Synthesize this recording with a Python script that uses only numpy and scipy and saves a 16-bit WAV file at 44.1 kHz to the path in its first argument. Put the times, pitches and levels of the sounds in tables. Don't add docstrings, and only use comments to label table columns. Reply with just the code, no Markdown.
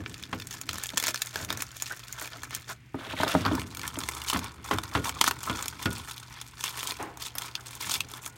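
import sys
import numpy as np
from scipy import signal
from scipy.fft import rfft, irfft, next_fast_len
from scipy.io import wavfile
from scipy.ndimage import map_coordinates

SR = 44100
rng = np.random.default_rng(int(sys.argv[2]) if len(sys.argv) > 2 else 0)


def store_wav(level_fs):
    pcm = np.round(np.clip(np.atleast_2d(level_fs), -1, 1) * 32767)
    wavfile.write(sys.argv[1], SR, pcm.T.astype(np.int16))


N = 369116

# (time [s], middle level [dB], hollow and bright level against it [dB, dB], ring [Hz])
CREASE_SNAPS = [(0.0603, -21, -13, -46, 2340), (0.1414, -23.5, -31, -25, 4470),
                (0.2257, -27.5, -20, -15.5, 2400), (0.2355, -20, -34, -38, 3600),
                (0.399, -23.5, -34, -19, 3600), (0.42, -24.5, -20, -25, 3540),
                (0.4703, -33.5, -16, -1.5, 8200), (0.51, -30, -17, -9.5, 6540), (0.613, -27, -15, -5, 7200),
                (0.6905, -12.5, -17, -20, 3100), (0.71, -24, -20, -18, 3200), (0.7307, -29.5, -7, -4, 9000),
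                (0.742, -31, -8, -7, 5160), (0.756, -26.5, -9, -14, 5440), (0.7824, -26.5, -8.5, -7, 3650),
                (0.836, -23.5, -17, -3, 10400), (0.8455, -27, -30, -21, 1740),
                (0.8574, -21.5, -19, -16, 3220), (0.867, -30, -25, -3.5, 7000), (0.89, -18, -44, -24, 3600),
                (0.902, -25, -23, -16, 2040), (0.973, -11.5, -12, -12, 7450),
                (0.9778, -12, -24, -9.5, 7050), (0.999, -15.5, -22, -12, 3460),
                (1.0255, -21, -13, -9, 3000), (1.038, -15.5, -11, -10.5, 5320),
                (1.0617, -22, -16, -11, 6900), (1.068, -18, -10, -7.5, 6900), (1.0877, -20, -17, -10, 1670),
                (1.1744, -23.5, -22, -17, 4300), (1.0809, -15, -16, -12, 5470),
                (1.1433, -20.5, -9.5, -8.5, 1670), (1.158, -17, -23, -18, 4260),
                (1.2186, -11.5, -23.5, -12, 3900), (1.259, -39, -31, 2.5, 7000),
                (1.27, -25, -41, -11, 3520), (1.357, -16.5, -11, -18.5, 1650),
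                (1.447, -27, -20, -7.5, 3670), (1.503, -12, -17.5, -22, 3650),
                (1.526, -21, -11, -10.5, 3680), (1.5729, -27.5, -9, -6.5, 3930),
                (1.6212, -22.5, -8, -2.5, 7730), (1.7667, -30, -28, -9, 3600), (1.799, -27, -34, -17, 4130),
                (1.822, -23, -11, -2.5, 6950), (1.921, -31.5, -14, -6.5, 5600),
                (2.0817, -30.5, -32, -11, 5470), (2.1256, -34.5, -24, 2, 7200),
                (2.2563, -28, -13, -13, 2330), (2.2742, -25.5, -18, -16, 2470),
                (2.433, -27, -5.5, -10.5, 1680), (2.507, -28, -10, -15, 2090),
                (2.5482, -22.5, -27, -4, 8300), (2.563, -39, -20, 2, 8950), (3.213, -23, -7, -33, 1770),
                (3.2335, -19.5, -24, -15, 1660), (3.4504, -17, -10, -27, 4760),
                (3.4615, -16.5, -13, -31, 4450), (3.552, -25.5, -14, -9, 5900),
                (3.748, -28, -19, -11, 2350), (3.2786, -15, -30, -22, 3530), (3.595, -23.5, -25, -15, 2130),
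                (3.6162, -24, -12, -19, 3020), (3.7703, -25.5, -13, -10.5, 6760),
                (3.7934, -25.5, -13, -14, 2300), (3.8146, -24, -27, -17, 1750),
                (3.832, -25.5, -11, -16.5, 2060), (3.9559, -25, -17, -33, 3150),
                (4.0127, -29, -9, -15, 3080), (3.877, -22.5, -25, -6.5, 3180),
                (3.9876, -29.5, -4.5, 0, 6930), (4.004, -24, -15, -17, 5400),
                (4.0354, -19.5, -16, -19, 3500), (4.087, -18.5, -10, -10.5, 2030),
                (4.2987, -11, -17, -16, 3000), (4.149, -35, -4.5, -2, 7100),
                (4.2165, -21.5, -24, -18, 2900), (4.284, -18, -28, -15, 2970),
                (4.3316, -17, -14, -13, 2950), (4.3718, -34, -10, -2, 11000),
                (4.391, -22.5, -12, -12, 6300), (4.4424, -30.5, -3, -7, 2970),
                (4.7843, -15.5, -8, -19.5, 3600), (4.835, -25, -12, -12, 1900),
                (5.044, -25.5, -18, -10, 5650), (5.0929, -17.5, -12, -13, 3120),
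                (5.212, -3, -12.5, -15, 3260), (5.24, -16, -4.5, -8, 1710), (5.2769, -16.5, 0, -7, 1840),
                (5.2825, -17, -10, -8, 1490), (5.31, -16.5, -6.5, -14, 4400), (5.4308, -30, -4.5, -5, 3840),
                (5.6247, -29, -6, -2.5, 7300), (5.6572, -23.5, -11, -11, 5430),
                (5.681, -19.5, -32, -8.5, 5800), (5.857, -13.5, -30, -23, 3360),
                (6.111, -24.5, -29, -14, 3680), (6.179, -26.5, -40, -16.5, 4000),
                (6.4133, -25, -16.5, -11, 3420), (6.608, -24.5, -24, -12, 3500),
                (6.639, -16.5, -13, -10.5, 6300), (6.6582, -28, -19, -7, 4420),
                (6.6787, -19.5, -27, -22, 3430), (6.8295, -21, -12, -14, 3100),
                (6.8721, -19, -26, -10, 3150), (6.908, -16, -20.5, -20, 4250), (6.92, -27, -6, -9, 2460),
                (7.0265, -38, -17, 0, 9000), (7.172, -37.5, -3, -5, 3700), (7.383, -19.5, -30, -6.5, 3520),
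                (7.419, -23.5, -22, -11.5, 3360), (7.5524, -13, -28.5, -27, 3560),
                (7.895, -23.5, -9, -7, 6000), (7.939, -14.5, -33, -16, 3440),
                (8.0049, -10.5, -24.5, -19, 2560), (8.1364, -24.5, -14, -18, 3520),
                (8.261, -26, -11.5, -7.5, 6750)]
# (start [s], length [s], crinkle [dB], bright and hollow level against it [dB, dB])
FILM_PULLS = [(0.513, 0.03, -43, -1, 1), (0.684, 0.14, -46.5, -4, 2), (0.982, 0.0034, -41.5, -15, 6),
              (1.036, 0.075, -37, -3.5, -2), (1.13, 0.13, -53, -14, -14), (1.348, 0.092, -45.5, 2, 4.5),
              (1.491, 0.054, -43.5, -16, 5.5), (1.6, 0.02, -42.5, 3, 5.5), (1.76, 0.13, -47.5, -2, -12),
              (2.191, 0.055, -43.5, 1.5, 5.5), (2.321, 0.02, -45, -25, 4.5), (2.431, 0.046, -55, 4, 10),
              (2.531, 0.018, -40.5, -7.5, 1), (2.693, 0.018, -41, 0, 7), (3.28, 0.13, -41.5, -3, -9.5),
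              (3.521, 0.072, -46.5, -0.5, 13), (3.846, 0.021, -44, 0, 9.5), (4.0, 0.25, -50.5, 1.5, -3),
              (4.288, 0.027, -37, 4, 1), (4.35, 0.12, -48, -8.5, 7.5), (4.649, 0.11, -49, 4, 10),
              (4.9, 0.074, -49, 4.5, 1), (5.05, 0.04, -39, 2, 6), (5.25, 0.025, -32.5, -5.5, -2),
              (5.42, 0.077, -46.5, 2, 4), (5.54, 0.091, -45, 1.5, 9.5), (5.811, 0.04, -44.5, 0.5, 5.5),
              (5.918, 0.086, -46.5, 1, 4), (6.08, 0.019, -48.5, 7.5, 6), (6.349, 0.062, -49, -24, 0),
              (6.599, 0.0085, -46.5, 5, 2.5), (6.634, 0.064, -40, -0.5, -0.5), (6.75, 0.15, -42.5, 1, 3),
              (7.208, 0.058, -42.5, 1.5, -2.5), (7.381, 0.095, -47, -1, 6.5), (7.68, 0.091, -49.5, 3, -1.5),
              (7.813, 0.062, -38.5, 0.5, -2.5), (7.904, 0.05, -32.5, -0.5, -4),
              (8.102, 0.073, -51.5, 1.5, 7), (8.233, 0.044, -53.5, 11.5, 8)]
# (time [s], crinkle level [dB])
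FILM_HOLD = [(0, -55), (.6, -56), (1.1, -50), (1.7, -54), (2.2, -51), (2.72, -60), (2.8, -84),
             (2.93, -68.5), (3.7, -55), (4.35, -51), (4.58, -64), (4.85, -52.5), (5.7, -51), (6.3, -55),
             (6.54, -57), (6.9, -50), (7.13, -63), (7.4, -59.5), (7.6, -51.5), (8.36, -62.5)]
# (time [s], level against its crinkle [dB])
HOLLOW_RUSTLE = [(0, 6), (2.5, 4.5), (4.6, 14), (5.3, 9), (6.4, 5), (7.4, 5), (8.3, 1)]
# (time [s], length [s], level [dB], centre pitch [Hz])
FILM_CREAKS = [(1.907, 0.018, -35.5, 1600), (3.451, 0.014, -26, 1330), (3.478, 0.006, -31.5, 1260),
               (3.531, 0.042, -41.5, 1300), (4.757, .008, -39, 1400), (4.921, .005, -41, 1160),
               (5.072, 0.008, -31.5, 960), (5.16, 0.011, -42.5, 1090), (5.472, 0.0064, -30, 1290),
               (5.586, .018, -39, 1160), (7.591, 0.0051, -45.5, 1420), (8.155, 0.0051, -42.5, 1220)]
# (frequency [Hz], density [dB per Hz])
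FILM_LOW_SPECTRUM = [(100, -17.5), (260, -4.5), (400, -3), (540, -18), (760, -4.5), (960, 8), (1170, 4),
                     (1400, 3.5), (1750, -16), (2400, -11.5), (5000, -99)]
FILM_MID_SPECTRUM = [(600, -31), (1500, -13), (1950, -1.5), (2450, 6), (2900, 4.5), (3460, 8.5), (3850, 5),
                     (4250, 6), (5700, 0), (7000, -12), (12000, -73)]
FILM_TOP_SPECTRUM = [(2500, -58), (5200, -4.5), (6300, -0.5), (7200, -1), (8800, 1), (10300, -5),
                     (11200, -4), (15500, -7.5)]
# (frequency [Hz], density [dB per Hz])
BESIDE_BOX_SPECTRUM = [(350, -2), (560, 17.5), (950, -8.5), (1400, 4), (1660, 12.5), (1760, 19),
                       (1950, 5.5), (3400, 1), (5000, 2.5), (7100, 8), (8200, -1), (15000, 4)]
# (time [s], share [0 to 1])
BESIDE_BOX_SHARE = [(2.8, 0.8), (3.2, 0.32)]
# (frequency [Hz], level [dB], t60 [s])
FIN_MODES = [(963, -12, 0.1), (1282, 6.5, 0.094), (1370, 5, 0.19), (1445, 7, 0.34), (3520, 1.5, 0.042)]
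# (time [s], level [dB])
FIN_FREEDOM = [(2.5, -22), (4.3, -16), (6.0, -11), (7.4, -15), (8.3, -7)]
# (time [s], thud level [dB], clank level [dB])
DULL_KNOCKS = [(.329, -29, -29), (3.455, -51, -27.5), (3.461, -31, -32.5), (3.48, -33, -29.5),
               (3.53, -28, -43), (4.329, -41, -30.5), (4.345, -29.5, -28), (4.361, -28.5, -28),
               (4.711, -27.5, -22), (4.732, -28, -27.5), (4.951, -24, -20), (4.974, -27.5, -32),
               (5.497, -26, -25.5), (5.857, -23.5, -25), (7.353, -48, -39.5)]
# (frequency [Hz], level [dB], t60 [s])
TRAY_THUD_MODES = [(157, -6.5, 0.098), (213.5, -3, 0.13), (266.5, 2, 0.098), (310, -8, 0.18)]
TRAY_CLANK_MODES = [(1069, 8.5, 0.017), (1265, 1.5, 0.029), (1820, 7, 0.0093), (2650, -17, 0.014),
                    (3190, 2, 0.018)]
# (frequency [Hz], level [dB], t60 [s])
BENCH_MODES = [(66.4, 1, 0.098), (101, 1.5, 0.19)]
# (frequency [Hz], density [dB per Hz])
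THUD_SPECTRUM = [(45, -23), (70, -1.5), (110, -6), (160, -7.5), (260, -6), (370, -10.5), (470, -9),
                 (700, -20.5), (2000, -116)]
CLANK_SPECTRUM = [(300, -8), (600, -3.5), (1050, 7), (1450, 1.5), (2200, -1.5), (3200, -6.5), (5000, -13.5),
                  (15000, -34)]
# (time [s], level [dB], t60 of the extra damping by whatever they lie on [s])
TOOL_CLINKS = [(3.461, -39, 0.46), (7.353, -23.5, 0.036)]
# (frequency [Hz], level [dB], t60 [s])
STEEL_MODES = [(5400, -11, 0.062), (8600, -20, 0.035), (11400, -4, 0.062), (14200, -12, .15)]
# (time [s], thud level [dB], slap level [dB])
BOX_BUMPS = [(0.934, -34, -43), (1.081, -41.5, -33), (1.503, -38, -37), (2.216, -43, -35.5),
             (2.944, -32, -35), (3.066, -41, -41), (3.136, -39, -33.5), (3.201, -24.5, -27),
             (3.232, -27.5, -18.5), (3.264, -28, -29), (3.341, -23, -31), (3.35, -18, -19),
             (3.513, -23.5, -29.5), (3.971, -34.5, -37)]
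# (start [s], length [s], hollow scrape [dB], surface hiss [dB])
BOX_SLIDE = [(1.365, 0.078, -48, -62), (2.327, .04, -50.5, -67), (2.972, .03, -52, -56),
             (2.996, 0.074, -43, -49), (3.106, 0.024, -42.5, -41.5), (3.181, 0.056, -42.5, -37),
             (3.283, 0.039, -34, -40), (3.364, 0.095, -42, -46.5), (3.473, 0.11, -50, -62)]
# (frequency [Hz], level [dB], t60 [s])
BOX_PANEL_MODES = [(452, -6.5, 0.045), (619, 2.5, 0.057), (806, -1, 0.022), (940, 5.5, 0.036),
                   (1240, -8, 0.088), (1800, -25, 0.06)]
# (frequency [Hz], density [dB per Hz])
BOX_THUD_SPECTRUM = [(50, -30), (80, -6), (120, -11), (170, -5), (250, -2), (370, -4.5), (470, -17.5),
                     (700, -23), (2000, -68)]
CARDBOARD_SPECTRUM = [(150, -16), (450, -8.5), (620, 3), (780, -3), (950, -2.5), (1400, 2.5), (2100, -8),
                      (4000, -22), (15000, -35)]
SURFACE_SPECTRUM = [(900, -36), (1800, 3.5), (2700, 4), (3500, 7), (5000, -7), (7000, -8), (15500, -17)]
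# (start [s], length [s], level [dB])
JACKET_RUBS = [(0, 0.011, -37), (0.11, 0.44, -54), (0.67, 0.07, -47), (1.38, 0.17, -47), (1.55, 0.031, -54),
               (2.38, 0.19, -55.5), (3.104, 0.22, -51), (3.4, 0.22, -41.5), (3.71, 0.34, -50.5),
               (4.45, 0.68, -53.5), (5.17, 0.84, -54.5), (7.844, 0.18, -50.5)]
# (time [s], level [dB])
SLEEVE_SWISH = [(6.975, -73), (7.0, -33.5), (7.05, -39), (7.11, -48.5), (7.24, -59.5)]
# (frequency [Hz], density [dB per Hz])
RUB_SPECTRUM = [(35, -18), (70, 7), (110, 7.5), (175, 4), (250, 4), (350, -0.5), (500, -10), (700, -12.5),
                (1200, -19), (4000, -55)]
CLOTH_SPECTRUM = [(150, -9), (290, -1.5), (430, 0), (580, -6.5), (830, 1.5), (1100, -4.5), (1400, -6),
                  (2500, -15.5), (5000, -28), (15000, -37)]
# (frequency [Hz], t60 [s])
ROOM_DECAY = [(100, 0.46), (1000, 0.042), (5000, 0.056), (15000, 0.058)]
# (frequency [Hz], density [dB per Hz])
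AIR_SPECTRUM = [(30, -24), (45, 7), (68, 6.5), (95, 0.5), (130, 7.5), (180, -5), (340, -7.5), (550, -32),
                (1050, -20.5), (2200, -10.5), (4000, -24.5), (16000, -38)]
# (frequency [Hz], rms level [dB])
MAINS_HUM = [(120, -55), (240, -74)]
# (time [s], rms level [dB])
DRONE_SWELL = [(3.3, -68), (4.0, -49.5), (5.8, -56), (6.6, -66)]

TOP_HZ = 15850
LEAD_S = .003
CRACK_DELAY_S = .0008
ATTACK_S, RELEASE_DB_PER_S = 0.024, 420
RUB_ATTACK_S, RUB_RELEASE_DB_PER_S = 0.045, 191
HOLD_BRIGHT_DB = -0.5
DRONE_HZ = 70.8


def film(low, mid, top):
    sound = colour(low, FILM_LOW_SPECTRUM) + colour(mid, FILM_MID_SPECTRUM) + colour(top, FILM_TOP_SPECTRUM)
    beside = np.clip(curves(BESIDE_BOX_SHARE)[0], 0, 1)
    return (1 - beside) * sound + colour(beside * sound, BESIDE_BOX_SPECTRUM)


def snaps(low_db=-10, mid_db=-22, top_db=-9, crack_s=0.0014, flutter_db=-15):
    low, mid, top = np.zeros((3, N))
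    for s, db, depth_db, bright_db, ring_hz in CREASE_SNAPS:
        click = buckle(ring_hz, crack_s=crack_s, flutter_db=flutter_db)
        start = s + CRACK_DELAY_S - LEAD_S
        add(low, start, amp(db + depth_db + low_db) * at_strength(click, FILM_LOW_SPECTRUM))
        add(mid, start, amp(db + mid_db) * at_strength(click, FILM_MID_SPECTRUM))
        add(top, start, amp(db + bright_db + top_db) * at_strength(click, FILM_TOP_SPECTRUM))
    return np.array([low, mid, top])


def buckle(ring_hz, lead_in_db=-14, crack_s=0.0031, flutter_db=-16, facet_db=-5, cycles=7):
    t = np.arange(SR // 25) / SR - LEAD_S
    age = np.maximum(t, 0)
    flutter = amp(flutter_db) * np.exp(-age / .007)
    strain = amp(lead_in_db) * (1 + t / LEAD_S)
    shape = np.where(t < 0, strain, np.exp(-age / crack_s) + flutter)
    hz = np.minimum(ring_hz * np.array([[1], [rng.uniform(2.0, 3.66)]]), TOP_HZ)
    pitches = np.sin(2 * np.pi * hz * age) * np.exp(-age * hz / cycles)
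    facet = [1, .5] @ pitches
    crack = shape * rng.standard_normal(len(t))
    return unit(crack + amp(facet_db) * np.sqrt(ring_hz / 4000) * facet)


def at_strength(click, spectrum):
    weight = unit(amp(along(spectrum, np.fft.rfftfreq(len(click), 1 / SR))))
    return click / np.sqrt(np.mean(np.abs(rfft(click) * weight) ** 2) / len(click))


def crinkle(crinkle_db=-2, top_db=-2, hollow_db=-3.5, slip=0.34, hollow_slip=0.67, catch_db=10.5, slip_growth=0.64):
    low, mid, top = work()
    effort = unit(mid ** .4)
    swarm = crackle(520 * effort, spread_db=6.5) / np.sqrt(effort)
    catching = amp(catch_db * np.tanh(wobble(130)))
    hiss = unit(rng.standard_normal(N) * catching) * effort ** slip_growth
    hollow = swarm + hollow_slip * hiss
    crisp = swarm + slip * hiss
    return np.array([hollow * low * amp(hollow_db), crisp * mid * amp(crinkle_db), crisp * top * amp(top_db)])


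def work():
    hold_db, = curves(FILM_HOLD)
    power = amp([hold_db + curves(HOLLOW_RUSTLE)[0], hold_db, hold_db + HOLD_BRIGHT_DB]) ** 2
    for s, length, db, bright_db, hollow_db in FILM_PULLS:
        pull = gesture(s, length, ATTACK_S, RELEASE_DB_PER_S)
        power += np.outer(amp([db + hollow_db, db, db + bright_db]), pull) ** 2
    return np.sqrt(power)


def crackle(rate, spread_db, cap=2.73, focus_db=6, count=300):
    clicks, swarm = [], np.zeros(N)
    for ring_hz in np.geomspace(1500, 14000, count):
        click = buckle(ring_hz)
        octaves_off = np.abs(np.log2((np.fft.rfftfreq(len(click), 1 / SR) + 1) / ring_hz))
        focus = amp(-focus_db * np.minimum(octaves_off, 2))
        focused = irfft(rfft(click) * focus, len(click))
        clicks.append(np.sqrt(ring_hz) * unit(focused))
    sizes = amp(spread_db * np.minimum(rng.standard_exponential(N), cap))
    crease = rng.integers(count, size=N)
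    for i in np.flatnonzero(rng.random(N) < rate / SR):
        add(swarm, i / SR, sizes[i] * clicks[crease[i]])
    return unit(swarm)


def creaks(slips_per_s=420, slip_t60=0.014, pitch_spread=0.12, release_db_per_s=900):
    track, t = np.zeros(N), np.arange(SR // 50) / SR
    for s, length, db, hz in FILM_CREAKS:
        run = np.zeros(SR // 8)
        for k, (late, size, shift) in enumerate(rng.uniform(-1, 1, (64, 3))):
            slip = np.sin(2 * np.pi * hz * (1 + pitch_spread * shift) * t) * amp(-60 * t / slip_t60)
            add(run, (k + late / 2) / slips_per_s, (1 + size / 2) * slip)
        after = np.maximum(np.arange(len(run)) / SR - length, 0)
        add(track, s, unit(run) * amp(db - release_db_per_s * after))
    return track


def fins(rustle, fin_db=-1):
    t = np.arange(SR // 4) / SR
    modes = sum(amp(db - 60 * t / t60) / np.sqrt(t60) * np.sin(2 * np.pi * hz * t) for hz, db, t60 in FIN_MODES)
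    drive = rustle * amp(curves(FIN_FREEDOM)[0] + fin_db)
    return signal.fftconvolve(drive, modes / np.linalg.norm(modes))[:N]


def knocks(thud_ring_db=-1, thud_noise_db=-6, clank_ring_db=-4, clank_noise_db=-1.0, bench_db=-9,
           swell_s=0.0041, fin_ring_db=-6):
    tones, thud, clank = np.zeros((3, N))
    t = np.arange(SR // 2) / SR
    for s, thud_db, clank_db in DULL_KNOCKS:
        add(tones, s, amp(thud_db + thud_ring_db) * ring(TRAY_THUD_MODES, detune=0.048))
        add(tones, s, amp(clank_db + clank_ring_db) * ring(TRAY_CLANK_MODES, detune=0.022))
        contact_db = np.interp(s, *np.transpose(FIN_FREEDOM))
        fin_ring = gripped(ring(FIN_MODES, scatter_db=4, detune=0.004))
        add(tones, s, amp(clank_db + contact_db + fin_ring_db) * fin_ring)
        boom = ring(BENCH_MODES, detune=0.058) * (1 - np.exp(-t / swell_s))
        add(tones, s, amp(thud_db + bench_db) * boom)
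        add(thud, s, amp(thud_db + thud_noise_db) * burst(t60=0.22))
        add(clank, s, amp(clank_db + clank_noise_db) * burst(t60=0.093))
    for s, db, t60 in TOOL_CLINKS:
        add(tones, s, amp(db - 60 * t / t60) * ring(STEEL_MODES))
    return tones + colour(thud, THUD_SPECTRUM) + colour(clank, CLANK_SPECTRUM)


def gripped(ringing, waver_db=3):
    return ringing * amp(waver_db * np.tanh(wobble(80)[:len(ringing)]))


def box(thud_t60=0.096, slap_t60=0.035, judder_db=3.0, panel_db=-2, slap_noise_db=-2, grip_db=3.5):
    thud, slap, panels, drag, rasp = np.zeros((5, N))
    for s, thud_db, slap_db in BOX_BUMPS:
        add(thud, s, amp(thud_db) * burst(thud_t60))
        add(slap, s, amp(slap_db + slap_noise_db) * burst(slap_t60))
        add(panels, s, amp(slap_db + panel_db) * ring(BOX_PANEL_MODES))
    for s, length, scrape_db, hiss_db in BOX_SLIDE:
        jerk = gesture(s, length, ATTACK_S, RELEASE_DB_PER_S)
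        drag = np.maximum(drag, amp(scrape_db) * jerk)
        rasp = np.maximum(rasp, amp(hiss_db) * jerk)
    scrape = drag * amp(judder_db * wobble(120)) * rng.standard_normal(N)
    fibres = unit(crackle(rate=780, spread_db=7.0) + 0.89 * rng.standard_normal(N))
    hiss = rasp * amp(grip_db * np.tanh(wobble(70))) * colour(fibres, SURFACE_SPECTRUM)
    return panels + hiss + colour(thud, BOX_THUD_SPECTRUM) + colour(slap + scrape, CARDBOARD_SPECTRUM)


def jacket(rub_db=0, uneven_db=4):
    shifting = sum(amp(db) * gesture(s, length, RUB_ATTACK_S, RUB_RELEASE_DB_PER_S) for s, length, db in JACKET_RUBS)
    rub = shifting * amp(rub_db + uneven_db * np.tanh(wobble(40))) * noise(RUB_SPECTRUM)
    swish = amp(curves(SLEEVE_SWISH)[0]) * noise(CLOTH_SPECTRUM)
    return rub + swish


def workshop(x):
    hz, t, z = signal.stft(rng.standard_normal(SR // 3), SR, nperseg=256)
    decay = amp(-60 * t / along(ROOM_DECAY, hz)[:, None])
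    tail = signal.istft(z * decay, SR, nperseg=256)[1]
    delayed = np.pad(x, (SR // 250, 0))
    return signal.fftconvolve(delayed, tail / np.linalg.norm(tail))[:N]


def background(air_db=-55):
    t = np.arange(N) / SR
    hum = sum(amp(db) * np.sin(2 * np.pi * hz * t) for hz, db in MAINS_HUM)
    drone = amp(curves(DRONE_SWELL)[0]) * np.sin(2 * np.pi * DRONE_HZ * t + 0.47 * wobble(3.1))
    return np.sqrt(2) * (hum + drone) + amp(air_db) * noise(AIR_SPECTRUM)


def gesture(start, length, attack_s, release_db_per_s):
    t = np.arange(N) / SR - start
    return np.clip(1 + t / attack_s, 0, 1) * amp(-np.clip(release_db_per_s * (t - length), 0, 150))


def ring(modes, scatter_db=3, detune=0.009):
    t = np.arange(SR // 2) / SR
    hz, db, t60 = np.transpose(modes)[:, :, None]
    size, shift, phase = rng.standard_normal((3, len(modes), 1))
    level = amp(db + scatter_db * np.tanh(size) - 60 * t / t60)
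    partials = level * np.sin(2 * np.pi * (hz * (1 + detune * shift) * t + phase))
    return partials.sum(0) * (1 - np.exp(-t / 0.00035))


def burst(t60):
    t = np.arange(SR // 2) / SR
    return rng.standard_normal(len(t)) * amp(-60 * t / t60)


def noise(spectrum):
    return colour(rng.standard_normal(N), spectrum)


def colour(x, spectrum):
    m = 2 * next_fast_len(N // 2 + SR // 4)
    shape = unit(amp(along(spectrum, np.fft.rfftfreq(m, 1 / SR))))
    cepstrum = irfft(np.log(shape))
    cepstrum[1:m // 2] *= 2
    cepstrum[m // 2 + 1:] = 0
    return irfft(rfft(x, m) * np.exp(rfft(cepstrum)), m)[:N]


def wobble(rate):
    knots = rng.standard_normal(int(N * rate / SR) + 4)
    return map_coordinates(knots, [np.arange(N) * rate / SR])


def curves(rows):
    s, *cols = np.transpose(rows)
    return [np.interp(np.arange(N) / SR, s, c) for c in cols]


def along(points, hz):
    f, v = np.transpose(points)
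    return np.interp(np.log(hz + 1), np.log(f + 1), v)


def add(track, s, sound):
    part = track[max(round(s * SR), 0):][:len(sound)]
    part += sound[:len(part)]


def unit(x):
    return x / np.sqrt(np.mean(x ** 2) + 1e-20)


def amp(db):
    return 10 ** (np.asarray(db) / 20)


def scene(room_db=-12):
    worked = crinkle()
    sheet = film(*(snaps() + worked))
    near = sheet + fins(worked[0]) + creaks() + knocks() + box() + jacket()
    return (near + amp(room_db) * workshop(near) + background())[None]


def record(dry, low_cut_hz=45):
    thin = signal.sosfilt(signal.butter(3, low_cut_hz, "highpass", fs=SR, output="sos"), dry)
    m = next_fast_len(N + SR // 2)
    return irfft(rfft(thin, m) * (np.fft.rfftfreq(m, 1 / SR) < TOP_HZ), m)[..., :N]


dry = scene()
out = record(dry)
store_wav(out)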